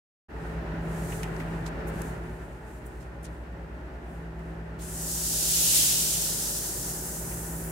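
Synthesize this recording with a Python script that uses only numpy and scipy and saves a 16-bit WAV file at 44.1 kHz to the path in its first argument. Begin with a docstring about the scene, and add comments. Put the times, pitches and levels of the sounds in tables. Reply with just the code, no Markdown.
"""A station platform at night: a diesel track maintenance vehicle rolls closer, pulling, then coasting.
Its engine beats against a second, slower machine in a deep throb, over rumble, clatter and exhaust drone.
The running gear knocks, and faint swishes and spits of hiss come and go. Then a valve lets out
a long jet of air that swells as it opens and sinks as the reservoir drains, under the platform roof."""
import sys
import numpy as np
from scipy import signal
from scipy.fft import rfft, irfft, next_fast_len
from scipy.io import wavfile
from scipy.ndimage import map_coordinates

SR = 44100
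rng = np.random.default_rng(int(sys.argv[2]) if len(sys.argv) > 2 else 0)


def output_pcm(signal):
    """Save a mono or channel-first signal as 16-bit PCM at the path in sys.argv[1].

    Samples are clipped to [-1, 1] before scaling.
    """
    pcm = np.clip(np.atleast_2d(signal).T, -1, 1) * 32767
    wavfile.write(sys.argv[1], SR, np.round(pcm).astype(np.int16))


N = 340011

# The two deep hums; a negative echo turns the fade into a swell:
# (coasting level [dB], pull boost [dB], echo gain [ratio], fade time [s], fade period [s])
ENGINE_HUM = (-51, 10.5, 1.06, 1.47, 5)
AUXILIARY_HUM = (-50, 9, -0.14, 3.2, 5.5)
# Singing engine overtones: (multiple of the firing rate [ratio], then the five columns of a hum)
SINGING_TONES = [(6, -59, 6.6, 0.51, 3.51, 2.8), (7, -61.5, 11.2, 0.39, 1.61, 0.84)]
# Growl of the engine and the second machine: (multiple of its hum [ratio], relative level [dB])
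ENGINE_OVERTONES = [(2, -8.5), (5, -17.5), (9, -15), (10, -15), (11, -18), (13, -21), (14, -21),
                    (16, -22.5)]
AUXILIARY_OVERTONES = [(2, -11), (2.5, -17), (4, -16.5)]
# Fader curve of the exhaust drone: (time [s], relative level [dB])
EXHAUST_FADER = [(0.32, -56), (0.4, -45.5), (0.85, -33.5), (1.36, -39), (1.5, -34.5), (1.79, -41),
                 (1.93, -36.5), (2.83, -59), (3.3, -46.5), (3.41, -64), (3.47, -49.5), (3.73, -48),
                 (3.88, -58.5), (4.2, -42.5), (5.12, -41), (6.39, -45.5), (6.55, -50.5), (7.66, -37.5)]
# Clanks of the running gear: (time [s], level [dB], ring [Hz])
GEAR_KNOCKS = [(1.122, -43, 2700), (1.231, -41.5, 2550), (1.402, -42, 2250), (1.475, -54, 2700),
               (7.315, -48, 2600)]
# Soft swells of hiss: (time [s], relative level [dB], half width [s])
HISS_SWELLS = [(.48, -63.5, .05), (1.043, -50, 0.078), (1.14, -46, 0.052), (1.36, -59, .05),
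               (1.54, -61, 0.083), (2.035, -53, .055), (2.36, -64, 0.15), (2.73, -61.5, 0.047),
               (2.95, -64.5, 0.066), (3.34, -67.5, 0.048), (4.14, -66.5, .055), (4.48, -69.5, .05)]
# Spits of hiss: (time [s], relative level [dB], fall [s], low cut [Hz], high cut [Hz], pan left [dB])
HISS_SPITS = [(1.233, -39.5, 0.0058, 1500, 16000, -5), (1.365, -42, .002, 4000, 7000, 1),
              (1.403, -49.5, 0.011, 1200, 16000, -8), (1.665, -39.5, 0.0083, 2860, 12000, -4),
              (1.688, -50, .002, 4000, 14000, -1), (1.880, -45, 0.015, 6460, 16000, -8),
              (2.018, -31, 0.0015, 5000, 16000, -3), (2.864, -47.5, .011, 6960, 16000, -3),
              (3.014, -54, .017, 3000, 13000, -3), (3.233, -46, .008, 7000, 12500, 0),
              (3.251, -39, 0.0092, 5900, 11000, -3), (3.254, -48, 0.014, 2200, 5000, 3),
              (4.395, -61, .004, 4000, 14000, -6)]
# Tone colour of each noise layer: (frequency [Hz], relative level [dB])
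RUMBLE_EQ = [(20, -36), (40, -15), (60, 0.5), (85, -3.5), (135, 0), (190, -1.5), (255, -4), (320, -1.5),
             (390, -4.5), (490, -9.5), (620, -7.5), (900, -29), (1500, -47)]
CLATTER_EQ = [(300, -11), (600, -6), (820, 0.5), (1150, -6.5), (1430, -2.5), (1620, -5), (1830, -4),
              (2150, -12), (2700, -14.5), (3300, -22.5), (5000, -28), (8000, -36), (16000, -56)]
JET_EQ = [(500, -28), (1000, -9.5), (1700, -3), (2300, -4.5), (2900, -0.5), (3500, -3.5), (4600, -3),
          (5800, -0.9), (7400, 1.0), (9500, -1.5), (10900, -2), (13000, -5), (15700, -7)]
CHUFF_EQ = [(1500, -16), (2600, 0), (4000, -3), (5500, -5), (9000, -8)]
SWISH_EQ = [(2000, -16), (4000, -10), (5500, -9.5), (6300, -4), (8000, -1), (10000, -3.5), (13000, -8),
            (16000, -13.5)]
SPIT_EQ = [(1000, 18.5), (4000, 1.5), (8000, 1), (12000, -2.5), (16000, 0)]
# Stereo image, centred bass and wide treble: (frequency [Hz], left-right correlation [-1 to 1])
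STEREO_IMAGE = [(60, 1), (160, 0.92), (330, 0.91), (700, 0.42), (1300, -0.03), (3000, .03), (5500, 0.16),
                (9000, 0.068), (14000, -0.069)]

FIRING_HZ, AUXILIARY_HZ = 61.967, 52.775
START_DISTANCE_M, SPEED_M_PER_S = 68.6, 4.3
PULL_START_S, PULL_RISE_S, PULL_END_S, PULL_FALL_S = 0.14, 0.4, 1.98, 0.58
VALVE_OPENS_S = 4.784


def throb(in_step_s=2.435):
    """The hums of the engine and the second machine beat about nine times a second."""
    turn = 2 * np.pi * (clock() - in_step_s)
    engine_hum = echo_swell(*ENGINE_HUM) * unit(np.cos(FIRING_HZ * turn))
    auxiliary_hum = echo_swell(*AUXILIARY_HUM) * unit(np.cos(AUXILIARY_HZ * turn))
    return engine_hum + auxiliary_hum


def engine():
    """Growl, rumble and clatter follow the load; each firing gives the noise a slight push."""
    firing = np.cos(2 * np.pi * FIRING_HZ * clock())
    growl = overtones(FIRING_HZ, ENGINE_OVERTONES, scatter=0.63, rate=5)
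    growl *= amp(drive_db(coasting_db=-49, pull_db=5.5))
    auxiliary = overtones(AUXILIARY_HZ, AUXILIARY_OVERTONES, scatter=0.58, rate=3)
    auxiliary *= amp(drive_db(coasting_db=-49, pull_db=7))
    rumble_db = drive_db(coasting_db=-48.4, pull_db=8.5) + 0.4 * wobble(8.9)
    rumble = amp(rumble_db) * stereo_noise(RUMBLE_EQ) * (1 + 0.055 * firing)
    clatter_db = drive_db(coasting_db=-54.01, pull_db=9) + 0.65 * wobble(30)
    clatter = amp(clatter_db) * stereo_noise(CLATTER_EQ) * (1 + 0.022 * firing)
    return growl + auxiliary + rumble + clatter


def drive_db(coasting_db, pull_db):
    """Level of an engine layer: up during the one pull, and creeping up as the vehicle nears."""
    t = clock()
    pull = np.clip(np.minimum((t - PULL_START_S) / PULL_RISE_S, 1 - (t - PULL_END_S) / PULL_FALL_S), 0, 1)
    return coasting_db + pull_db * pull - 20 * np.log10(1 - SPEED_M_PER_S * t / START_DISTANCE_M)


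def echo_swell(coasting_db, pull_db, echo, fade_at_s, period_s):
    """Gain of a tone that swells and fades as its platform echo slips in and out of step."""
    slip = 2 * np.pi * (clock() - fade_at_s) / period_s
    return amp(drive_db(coasting_db, pull_db)) * np.abs(1 - echo * np.exp(1j * slip))


def exhaust(start_hz=164.05, rise_hz_per_s=0.11, trim_db=-0.8):
    """A nearly pure drone: strong during the pull, it drops away and then builds again."""
    level_db = np.interp(clock(), *np.transpose(EXHAUST_FADER)) + trim_db
    phase = 2 * np.pi * np.cumsum(start_hz + rise_hz_per_s * clock()) / SR
    return amp(level_db) * unit(np.sin(phase + 0.033 * wobble(9)))


def air_jet(edge_hz=2250, edge_octaves=0.35, shelf_db=19.5, shelf_lag_s=0.11, attack_s=0.039):
    """Hiss of air, thin when quiet and fuller when loud."""
    level_db = jet_level_db()
    hz, t, spectrum = signal.stft(stereo_noise(JET_EQ), SR, nperseg=512)
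    below_peak_db = level_db.max() - np.interp(t, clock(), level_db)
    lagged_db = np.interp(t - shelf_lag_s, t, below_peak_db)
    # A low-shelf cut slides upwards as the level falls, by 1.5 octaves at most.
    edge = np.log2(edge_hz) + np.minimum(np.abs(lagged_db / 14) ** 1.72, 1.5)
    low_band = (1 + np.tanh((edge - np.log2(hz + 1)[:, None]) / (2 * edge_octaves))) / 2
    # The top fizz starts dull and takes a moment to come in.
    fizz_band = along([(8000, 0), (15000, 1)], hz)[:, None]
    fizz_cut_db = 19 * np.exp(-np.abs(t - VALVE_OPENS_S) / 0.16) - 0.02 * below_peak_db
    spectrum *= amp(-shelf_db * low_band - fizz_cut_db * fizz_band)
    jet = signal.istft(spectrum, SR, nperseg=512)[1][:, :N]
    attack = np.clip((clock() - VALVE_OPENS_S) / attack_s, 0, 1)
    return jet * attack * amp(level_db + 0.47 * wobble(30))


def jet_level_db(peak_db=-21.94, rise_db_per_s=15.5, crack_s=0.045, travel_s=0.98, drain_s=0.53):
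    """Envelope of the jet: the valve cracks and opens steadily, then the reservoir drains."""
    age = np.maximum(clock() - VALVE_OPENS_S, 1 / SR)
    cracked = 1 - np.exp(-age / crack_s)
    throttle_db = rise_db_per_s * np.maximum(travel_s - age, 0)
    pressure = (1 + np.maximum(age - travel_s, 0) / drain_s) ** -1.31
    return peak_db - throttle_db + 10 * np.log10(cracked) + 20 * np.log10(pressure)


def valve_chuff(level_db=-54, attack_s=0.012, t60_s=2.4):
    """The valve unseats with an abrupt, mid-pitched puff that the jet soon covers."""
    age = clock() - VALVE_OPENS_S
    attack = np.clip(age / attack_s, 0, 1)
    return amp(level_db - 60 * np.abs(age) / t60_s) * attack * stereo_noise(CHUFF_EQ)


def singing():
    """The sixth and seventh engine harmonics swell and fade as the vehicle moves along."""
    return sum(echo_swell(*swell) * overtones(FIRING_HZ, [(multiple, 0)], scatter=0.087, rate=6)
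               for multiple, *swell in SINGING_TONES)


def knocks(t60_s=0.083):
    """The running gear clanks: each hit is a band of metal resonance that dies quickly."""
    out = np.zeros((2, N))
    for at_s, db, hz in GEAR_KNOCKS:
        age = clock() - at_s
        ring = stereo_noise([(hz / 2, -30), (hz * 0.64, -10), (hz, 0), (hz * 1.31, -15), (hz * 2, -40)])
        out += amp(db - 60 * np.abs(age) / t60_s) * (age > 0) * ring
    return out


def swishes(floor_db=-74.5, trim_db=-3):
    """A thin, fluttering hiss comes and goes a little to the right."""
    swell_power = sum(amp(db) ** 2 * np.exp(-((clock() - at_s) / width_s) ** 2 / 2)
                      for at_s, db, width_s in HISS_SWELLS)
    level_db = 10 * np.log10(amp(floor_db) ** 2 + swell_power) + trim_db
    return amp(level_db + 0.6 * wobble(40)) * pan(-2.6) * stereo_noise(SWISH_EQ)


def spits(rise_to_fall=0.43, trim_db=8):
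    """Short, sharply peaked bursts of crackly hiss, each in its own band."""
    out = np.zeros((2, N))
    crackle = unit(stereo_noise(SPIT_EQ) * amp(3.4 * wobble(900)))
    for at_s, db, fall_s, low_hz, high_hz, left_db in HISS_SPITS:
        age = (clock() - at_s) / fall_s
        envelope = np.exp(-np.maximum(age, -age / rise_to_fall) ** 1.46 / 2)
        spit = amp(db + trim_db) * pan(left_db) * envelope * crackle
        out += filtered(spit, lambda hz: (1 - 1 / (1 + (hz / low_hz) ** 6)) / (1 + (hz / high_hz) ** 8))
    return out


def roof_echoes(air, echo_gain=0.035, count=14):
    """Roof, pillars and platform add weak early echoes that comb the hiss, differently at each ear."""
    out = air.copy()
    for ear in range(2):
        for delay_s in rng.uniform(0.001, 0.03, count):
            lag = int(delay_s * SR) + 1
            out[ear, lag:] += echo_gain * air[ear, :-lag]
    lean = [(3000, 0.16), (6000, -0.55), (9500, 0.8), (14000, -1.1)]  # (frequency [Hz], left boost [dB])
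    return filtered(out, lambda hz: amp(along(lean, hz) * np.array([[1], [-1]])))


def overtones(hz, table, scatter, rate):
    """Multiples of a shaft rate; shifting reflections blur them, the high ones differently at each ear."""
    out = np.zeros((2, N))
    for multiple, db in table:
        phase = 2 * np.pi * (multiple * hz * clock() + rng.random())
        spread = stereo_angle(multiple * hz) * wobble(rate)
        blur = scatter * wobble(rate)
        waver = 1 + scatter * wobble(rate)
        out += amp(db) * unit(waver * np.sin(phase + blur + np.array([spread, -spread])))
    return out


def stereo_noise(eq):
    """Coloured noise with a mid channel of rms 1, centred in the bass and diffuse in the treble."""
    def response(hz):
        angle = stereo_angle(hz)
        return amp(along(eq, hz)) * np.array([np.cos(angle), np.sin(angle)])
    mid, side = filtered(rng.standard_normal((2, N)), response)
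    return np.array([mid + side, mid - side]) / np.std(mid)


def stereo_angle(hz):
    """Width as a mid-side angle in radians; zero is mono."""
    return np.arccos(np.clip(along(STEREO_IMAGE, hz), -1, 1)) / 2


def pan(left_db):
    """Two gains that put the left channel left_db above the right."""
    return amp(left_db * np.array([[0.5], [-0.5]]))


def filtered(x, response):
    """Equalise x with a gain given as a function of frequency."""
    size = next_fast_len(N + SR // 4)
    return irfft(rfft(x, size) * response(np.fft.rfftfreq(size, 1 / SR)), size)[..., :N]


def wobble(rate):
    """A smooth random curve with rate knots a second."""
    return map_coordinates(rng.standard_normal(int(N * rate / SR) + 4), [clock() * rate])


def along(points, hz):
    """Read (frequency [Hz], value) points on a log axis."""
    knots_hz, values = np.transpose(points)
    return np.interp(np.log(hz + 1), np.log(knots_hz + 1), values)


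def amp(db):
    """Decibels to gain."""
    return 10 ** (np.asarray(db) / 20)


def unit(x):
    """Scale to rms 1."""
    return x / np.sqrt(np.mean(x ** 2) + 1e-20)


def clock():
    """The time of each sample in seconds."""
    return np.arange(N) / SR


def scene():
    """The mix from the platform: vehicle, faint hiss, and the air release under the roof."""
    vehicle = throb() + exhaust() + engine() + singing() + knocks()
    return vehicle + swishes() + spits() + roof_echoes(valve_chuff() + air_jet())


def record(dry, start_s=0.2834, fade_s=0.015, top_hz=15920, skirt_hz=220):
    """A moment of silence, a quick fade-in and a steep high cut."""
    fade = 1 - np.exp(-np.maximum(clock() - start_s, 0) / fade_s)
    return filtered(dry * fade, lambda hz: np.clip((top_hz - hz) / skirt_hz, 0, 1))


dry = scene()
out = record(dry)
output_pcm(out)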